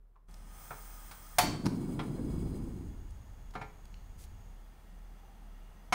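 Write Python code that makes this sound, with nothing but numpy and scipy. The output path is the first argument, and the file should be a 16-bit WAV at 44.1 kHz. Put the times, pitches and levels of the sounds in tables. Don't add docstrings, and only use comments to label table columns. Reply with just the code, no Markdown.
import sys
import numpy as np
from scipy import signal
from scipy.fft import rfft, irfft
from scipy.io import wavfile
from scipy.ndimage import uniform_filter1d

SR = 44100
rng = np.random.default_rng(int(sys.argv[2]) if len(sys.argv) > 2 else 0)


def transcribe(signal):
    frames = np.atleast_2d(signal).T
    limited = np.clip(frames, -1, 1)
    pcm = np.round(limited * 32767).astype(np.int16)
    wavfile.write(sys.argv[1], SR, pcm)


N = 261954
TIME_S = np.arange(N) / SR
FREQS_HZ = np.maximum(np.arange(N // 2 + 1) * SR / N, 1)

# (time [s], relative level [dB])
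GAS_FLOW = [(.3, -13), (.45, -8), (.61, 1.5), (1.4, 0), (2.4, -2), (2.65, -5), (2.87, -11.5), (3.05, -23.5),
            (3.3, -52)]
FLUTTER_LEVEL = [(1.42, -43.5), (1.95, -54), (2.15, -45), (2.38, -35), (2.6, -41), (3.05, -44), (3.75, -56),
                 (4.36, -47), (4.7, -72)]
# (frequency [Hz], relative density [dB])
ROAR_SPECTRUM = [(50, -33), (110, 1), (160, 2.5), (260, 1.5), (340, -2.5), (430, -12), (600, -22),
                 (1000, -26), (2000, -41), (5000, -75)]
FLUTTER_SPECTRUM = [(20, -1.5), (40, 0), (55, 4), (95, -2), (130, -12.5), (220, -25.5), (400, -36),
                    (1000, -96)]
UNLIT_SPECTRUM = [(200, -32), (700, 3), (1300, 2.5), (2500, -5.5), (5500, -7), (7300, -7.5), (8800, -1.5),
                  (10500, -7.5), (12000, -14.5), (13500, -6.5), (15300, 3)]
LIT_SPECTRUM = [(400, 3.5), (1000, 4), (2000, -12), (3000, -4.5), (5600, -11), (7000, -5.5), (9200, 1.5),
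                (10500, -6.5), (12300, -11), (14800, -9), (16000, -1.5)]
PAN_GAP_SPECTRUM = [(300, 5), (800, 12), (1500, -2), (3500, -16), (6500, -24), (10000, -40), (16000, -30)]
AIR_SPECTRUM = [(25, 0), (70, 8), (110, -1.5), (180, 3.5), (300, -8), (500, -11.5), (850, -11.5),
                (1600, -17), (2500, -22), (4500, -27.5), (11000, -30.5), (15500, -27.5)]
ROOM_SPECTRUM = [(30, 6), (180, -3), (280, -15), (420, -9.5), (600, -16.5), (1000, -18.5), (1800, -25.5),
                 (2600, -33.5), (6000, -39.5), (15000, -37)]
# (centre [Hz], width [Hz], gain [dB])
UNLIT_RESONANCES = [(1239, 34, 14), (2800, 140, -10), (3285, 84, 7.5), (3730, 280, -8), (4480, 180, -11),
                    (5100, 360, 4.5), (6200, 140, 12), (6820, 130, 5.5), (7960, 220, -6), (8100, 370, 10),
                    (9370, 130, 1.5), (9200, 107, 4.5), (10200, 260, -3), (10400, 200, 6.5),
                    (15040, 340, 2), (14950, 120, 5.5)]
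LIT_RESONANCES = [(2230, 86, 19.5), (3340, 30, 11.5), (4140, 58, 15), (4910, 230, 16), (6100, 400, -3.5),
                  (6220, 74, 16.5), (6700, 54, 16), (8060, 210, 5), (9940, 170, -9), (10500, 240, 7),
                  (14750, 300, 7)]
PAN_GAP_RESONANCES = [(825, 210, 3.5), (1300, 63, 18), (1890, 82, 25), (6090, 56, 40)]
AIR_RESONANCES = [(823, 260, 3.6), (1296, 110, 3.2), (1810, 91, 4.4), (2120, 130, 4.4), (2830, 100, 6.7),
                  (3370, 110, 8), (4300, 160, 3), (4880, 190, 5.1), (6130, 98, 7.6), (8260, 350, 4.3),
                  (9240, 500, 4.8)]
# (time [s], half-length [s], centre [Hz], width [Hz], level [dB])
BURNER_SWELLS = [(2.45, 0.21, 5020, 200, -77), (5.28, 0.13, 797, 49.7, -67.5), (5.5, .45, 3370, 110, -87),
                 (5.62, 0.25, 2840, 90, -79.5)]
# (time [s], thump [dB], crackle [dB])
IGNITION_POPS = [(1.6528, -25, -41), (1.6578, -26, -31.5), (1.6643, -18, -28.5)]
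# (time [s], level [dB], tilt [dB/octave], low-pass [Hz], clack [Hz], clack [dB], casing ring [dB])
KNOB_KNOCKS = [(0.157, -72, 3.5, 1450, 1060, -59.5, -88), (0.707, -41.5, 1, 1590, 1150, -42, -53),
               (1.111, -51.5, 2.5, 5000, 1330, -53, -68), (1.992, -36.5, -0.5, 2770, 3150, -44, -50),
               (3.537, -56.5, 7, 1500, 890, -53, -71), (3.553, -37.5, -2.5, 2500, 815, -41, -49.5),
               (3.614, -45.5, -1, 3800, 2100, -46, -49)]
# (time [s], level [dB], centre [Hz], skirt [dB/octave], t60 [s])
CONTACT_TICKS = [(0.309, -61, 7000, 9.5, 0.044), (0.341, -47, 6000, 10, 0.021),
                 (3.106, -57, 7500, 16, 0.037), (3.508, -57, 5500, 4, 0.022), (3.854, -50, 6000, 5, .015),
                 (3.942, -39, 3240, 17, 0.0082), (4.239, -48, 7500, 3.5, 0.013)]
# (frequency [Hz], relative level [dB], t60 [s])
TOP_MODES = [(721, 1, .19), (785, -10, .2), (881, -10, .27), (967, -12, .27), (1265, -19, .22),
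             (1390, -18, .3), (1910, -18, .22), (2067, -21, .3), (2541, -26, .4), (3078, -25, .42),
             (3108, -18, .52), (4031, -25, .5), (4478, -15, .52), (4597, -26, .39), (4657, -22, .52),
             (5448, -26, .25), (6503, -27, .4), (8027, -27, .27), (10736, -29, .29)]
CASING_MODES = [(134.8, 5.5, 0.23), (428, -4, 0.4), (718, -1, 0.25), (797, 6, 0.2), (903, 3, 0.19),
                (1050, -15, 0.18), (1228, 2, 0.12), (1384, 4.5, 0.21), (1578, -6, 0.23), (1746, 1, 0.18),
                (2190, -2, 0.25), (2390, -6, 0.22), (3630, -39, 0.085)]
PAN_BODY_MODES = [(217, -3.5, 0.3), (745, 4, 0.2), (1022, 6, 0.11), (1296, -3, 0.17), (2110, -1, 0.16),
                  (2236, 4, 0.13), (3085, -0.5, 0.11), (3850, -18, .08), (5470, -4, 0.032),
                  (6460, -3, 0.069)]
# (frequency [Hz], relative band level [dB])
SNAP_SPECTRUM = [(245, -11.5), (880, 0.5), (1800, 0), (4900, -1.5), (7800, 1.5), (13000, 0.5)]
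KNOCK_SPECTRUM = [(245, -8.5), (880, -0.5), (1800, -5.5), (3240, -6.5), (4900, -6), (7800, -2), (13000, -7)]
PAN_SPECTRUM = [(245, -19), (880, -2), (1800, -5.5), (3240, -11.5), (7800, -13), (13000, -25)]
BAND_EDGES_HZ = [100, 600, 1300, 2500, 4200, 5800, 10500, 16000]
# (frequency [Hz], t60 [s])
KITCHEN_T60 = [(100, 1), (800, 0.55), (3000, 0.44), (7000, 0.46), (15000, 0.11)]

CENTRES_HZ = np.sqrt(np.multiply(BAND_EDGES_HZ[:-1], BAND_EDGES_HZ[1:]))
SNAP_S, RING_LIT_S, PAN_OVER_S, PAN_DOWN_S = 1.3842, 1.635, 4.46, 5.9245


def flame(roar_db=-36, flutter_db=-1.5):
    turbulence = steady(noise(ROAR_SPECTRUM), span_s=0.055) * flicker(rate_hz=29, depth_db=1.15)
    roar = burning() * envelope(GAS_FLOW) * turbulence
    flutter = envelope(FLUTTER_LEVEL) * steady(noise(FLUTTER_SPECTRUM), span_s=0.11)
    return from_db(roar_db) * roar + from_db(flutter_db) * flutter


def burning(flare_db=10.5):
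    flare = from_db(flare_db) * decay(SNAP_S + 0.015, t60_s=0.8, rise_s=0.072)
    return np.hypot(flare, ramp(RING_LIT_S, 0.01))


def pops(thump_hz=224):
    hiss = noise([(300, 14), (1500, 6.5), (3000, -6), (5500, 1.5), (8000, -11), (10000, -8.5),
                  (15000, -26)])
    out = 0
    for start_s, thump_db, crackle_db in IGNITION_POPS:
        thump = np.sin(2 * np.pi * np.clip((TIME_S - start_s) * thump_hz, 0, 1))
        crackle = hiss * decay(start_s, t60_s=0.033, rise_s=0.0001)
        out += from_db(thump_db) * thump + from_db(crackle_db) * crackle
    return out


def unlit_gas(level_db=-52.5, edge_hz=14000, edge_exponent=2.2):
    flow, unlit = envelope(GAS_FLOW), 1 - ramp(SNAP_S, 0.04)
    hiss = noise(UNLIT_SPECTRUM, UNLIT_RESONANCES)
    edge = irfft(rfft(hiss) * (FREQS_HZ > edge_hz), N)
    return from_db(level_db) * unlit * (flow * (hiss - edge) + flow ** edge_exponent * edge)


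def lit_gas(jet_db=-58.5, gap_db=-71.5, valve_db=-76.5, screening_db=-12):
    jet = noise(LIT_SPECTRUM, LIT_RESONANCES) * flicker(rate_hz=15, depth_db=1.3)
    jet *= from_db(jet_db) * envelope(GAS_FLOW) * burning()
    cover, height = ramp(PAN_OVER_S, 0.22), 1 - ramp(PAN_OVER_S, 1.35)
    gap = from_db(gap_db - 9.5 * height) * cover * noise(PAN_GAP_SPECTRUM, PAN_GAP_RESONANCES)
    valve = whistle(hz=6640, width_hz=180) * flicker(rate_hz=6.2, depth_db=0.3)
    valve *= from_db(valve_db + screening_db * cover) * ramp(2.5, 0.22)
    swells = sum(from_db(db) * np.exp(-((TIME_S - peak_s) / half_s) ** 2) * whistle(hz, width_hz)
                 for peak_s, half_s, hz, width_hz, db in BURNER_SWELLS)
    return jet + gap + valve + swells


def igniter(bands, crack_db=-20.5, ring_db=-21.5, send_db=-9.5):
    bands_db = crack_db + at_hz(SNAP_SPECTRUM, CENTRES_HZ)
    crack = clatter(SNAP_S, bands_db, bands, t60_s=0.066, damping=0.17)
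    steel = ring([(SNAP_S, ring_db)], TOP_MODES)
    return crack + steel, from_db(send_db) * (crack + 0.09 * steel)


def pan(bands, hit_db=-25.5, ring_db=-32.5, send_db=1):
    hit = clatter(PAN_DOWN_S, hit_db + at_hz(PAN_SPECTRUM, CENTRES_HZ), bands, t60_s=0.2)
    return hit + ring([(PAN_DOWN_S, ring_db)], PAN_BODY_MODES), from_db(send_db) * hit


def knocks(bands, clack_q=4.1, send_db=-11.5):
    hits = 0
    for start_s, db, tilt, lowpass_hz, clack_hz, clack_db, _ in KNOB_KNOCKS:
        shape_db = at_hz(KNOCK_SPECTRUM, CENTRES_HZ) + tilt * np.log2(CENTRES_HZ / CENTRES_HZ[1])
        loss_db = 10 * np.log10(1 + (CENTRES_HZ / lowpass_hz) ** 4)
        thud = clatter(start_s, db + shape_db - loss_db, bands, t60_s=0.11)
        half_hz = clack_hz / (2 * clack_q)
        clack = steady(band_noise(clack_hz - half_hz, clack_hz + half_hz, order=2), span_s=0.011)
        hits += thud + from_db(clack_db) * clack * decay(start_s, t60_s=0.097)
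    casing = ring([(start_s, ring_db) for start_s, *_, ring_db in KNOB_KNOCKS], CASING_MODES)
    return hits + casing, from_db(send_db) * hits


def ticks(bands, send_db=-8):
    hits = sum(clatter(start_s, db - skirt * np.abs(np.log2(CENTRES_HZ / hz)), bands, t60_s)
               for start_s, db, hz, skirt, t60_s in CONTACT_TICKS)
    return hits, from_db(send_db) * hits


def fizz(start_s=4.175, length_s=0.071, edge_s=0.019, level_db=-60):
    gate = ramp(start_s, edge_s) - ramp(start_s + length_s, edge_s)
    return from_db(level_db) * gate * noise([(1000, -8), (4000, -4), (8000, 0), (15000, -6)])


def kitchen(send, delay_s=0.0082, rise_s=0.0049):
    edges_hz, tail = np.geomspace(80, 16000, num=9), 0
    for low_hz, high_hz in zip(edges_hz, edges_hz[1:]):
        fade = decay(delay_s, at_hz(KITCHEN_T60, np.sqrt(low_hz * high_hz)), rise_s)
        tail += (np.sqrt(high_hz - low_hz) * band_noise(low_hz, high_hz) * fade)[:SR]
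    return signal.fftconvolve(send, tail / np.sqrt(np.sum(tail ** 2)))[:N]


def background(hum_hz=37.7, beat_hz=1.953, hum_db=-51, air_db=-59, room_db=-70, step_s=0.276):
    early = 1 - ramp(step_s, 0.01)
    pitch_hz = hum_hz + 0.99 * noise([(1, 0), (3, 0), (12, -40), (60, -120)])
    phase = 2 * np.pi * np.cumsum(pitch_hz) / SR
    beat = 2 * np.pi * beat_hz * (TIME_S - 2.985)
    hum = from_db(hum_db - 6 * early) * np.sqrt(2) * (np.sin(phase) + 0.39 * np.sin(phase - beat))
    air = from_db(air_db - 40 * early) * noise(AIR_SPECTRUM, AIR_RESONANCES)
    return hum + air + from_db(room_db) * noise(ROOM_SPECTRUM)


def clatter(start_s, bands_db, bands, t60_s, damping=0.18, contact_s=0.0013):
    t60s_s = t60_s * (CENTRES_HZ / CENTRES_HZ[2]) ** -damping
    onset = round(start_s * SR)
    age_s = TIME_S[:min(N - onset, SR // 2)]
    span, out = slice(onset, onset + len(age_s)), np.zeros(N)
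    for db, band_t60_s, band in zip(bands_db, t60s_s, bands):
        out[span] += from_db(db - 60 * age_s / band_t60_s) * band[span]
    out[span] *= 1 - np.exp(-age_s / contact_s)
    return out


def ring(blows, modes):
    times_s, levels_db = np.transpose(blows)
    onsets, out = np.round(times_s * SR).astype(int), np.zeros(N)
    for hz, mode_db, t60_s in modes:
        clicks = np.full(N, 1e-18)
        clicks[onsets] = from_db(levels_db + mode_db + rng.normal(0, 1, len(onsets)))
        radius, angle = from_db(-60 / (t60_s * SR)), 2 * np.pi * hz / SR
        mode = signal.lfilter([0, np.sin(angle)], [1, -2 * radius * np.cos(angle), radius ** 2], clicks)
        out += mode * rng.choice([-1, 1])
    return out


def whistle(hz, width_hz):
    return band_noise(hz - width_hz / 2, hz + width_hz / 2, order=1)


def noise(spectrum, resonances=()):
    peaks_db = sum(db / (1 + (2 * (FREQS_HZ - hz) / width_hz) ** 2) for hz, width_hz, db in resonances)
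    gain = from_db(at_hz(spectrum, FREQS_HZ) + peaks_db)
    return unit_rms(irfft(rfft(rng.standard_normal(N)) * gain, N))


def band_noise(low_hz, high_hz, order=3):
    bandpass = signal.butter(order, [low_hz, high_hz], "band", fs=SR, output="sos")
    return unit_rms(signal.sosfilt(bandpass, rng.standard_normal(N)))


def flicker(rate_hz, depth_db):
    return from_db(depth_db * noise([(1, 0), (rate_hz, 0), (4 * rate_hz, -40), (20 * rate_hz, -120)]))


def steady(x, span_s):
    return x / np.sqrt(uniform_filter1d(x ** 2, size=int(span_s * SR)) + 1e-9)


def envelope(rows, fade_s=0.03):
    times_s, db = np.transpose(rows)
    gate = np.interp(TIME_S, [times_s[0] - fade_s, times_s[0], times_s[-1], times_s[-1] + fade_s],
                     [0, 1, 1, 0])
    return from_db(np.interp(TIME_S, times_s, db)) * gate


def decay(start_s, t60_s, rise_s=0.0018):
    age_s = np.maximum(TIME_S - start_s, 0)
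    return (1 - np.exp(-age_s / rise_s)) * from_db(-np.minimum(60 * age_s / t60_s, 200))


def ramp(start_s, length_s):
    return np.clip((TIME_S - start_s) / length_s, 0, 1)


def at_hz(table, hz):
    points_hz, values = np.transpose(table)
    return np.interp(np.log(hz), np.log(points_hz), values)


def unit_rms(x):
    return x / np.sqrt(np.mean(x ** 2) + 1e-20)


def from_db(db):
    return 10 ** (np.asarray(db) / 20)


def scene():
    bands = [steady(band_noise(low_hz, high_hz, order=4), span_s=0.0052)
             for low_hz, high_hz in zip(BAND_EDGES_HZ, BAND_EDGES_HZ[1:])]
    blows, send = np.sum([igniter(bands), knocks(bands), ticks(bands), pan(bands)], axis=0)
    catching = pops()
    room = kitchen(send + from_db(-13) * catching)
    return (blows + catching + room + flame() + unlit_gas() + lit_gas() + fizz() + background())[None]


def record(dry, ceiling=0.18, cutoff_hz=15700):
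    rounded = dry / (1 + (dry / ceiling) ** 4) ** (1 / 4)
    return signal.sosfilt(signal.ellip(12, 0.1, 80, cutoff_hz, fs=SR, output="sos"), rounded)


dry = scene()
out = record(dry)
transcribe(out)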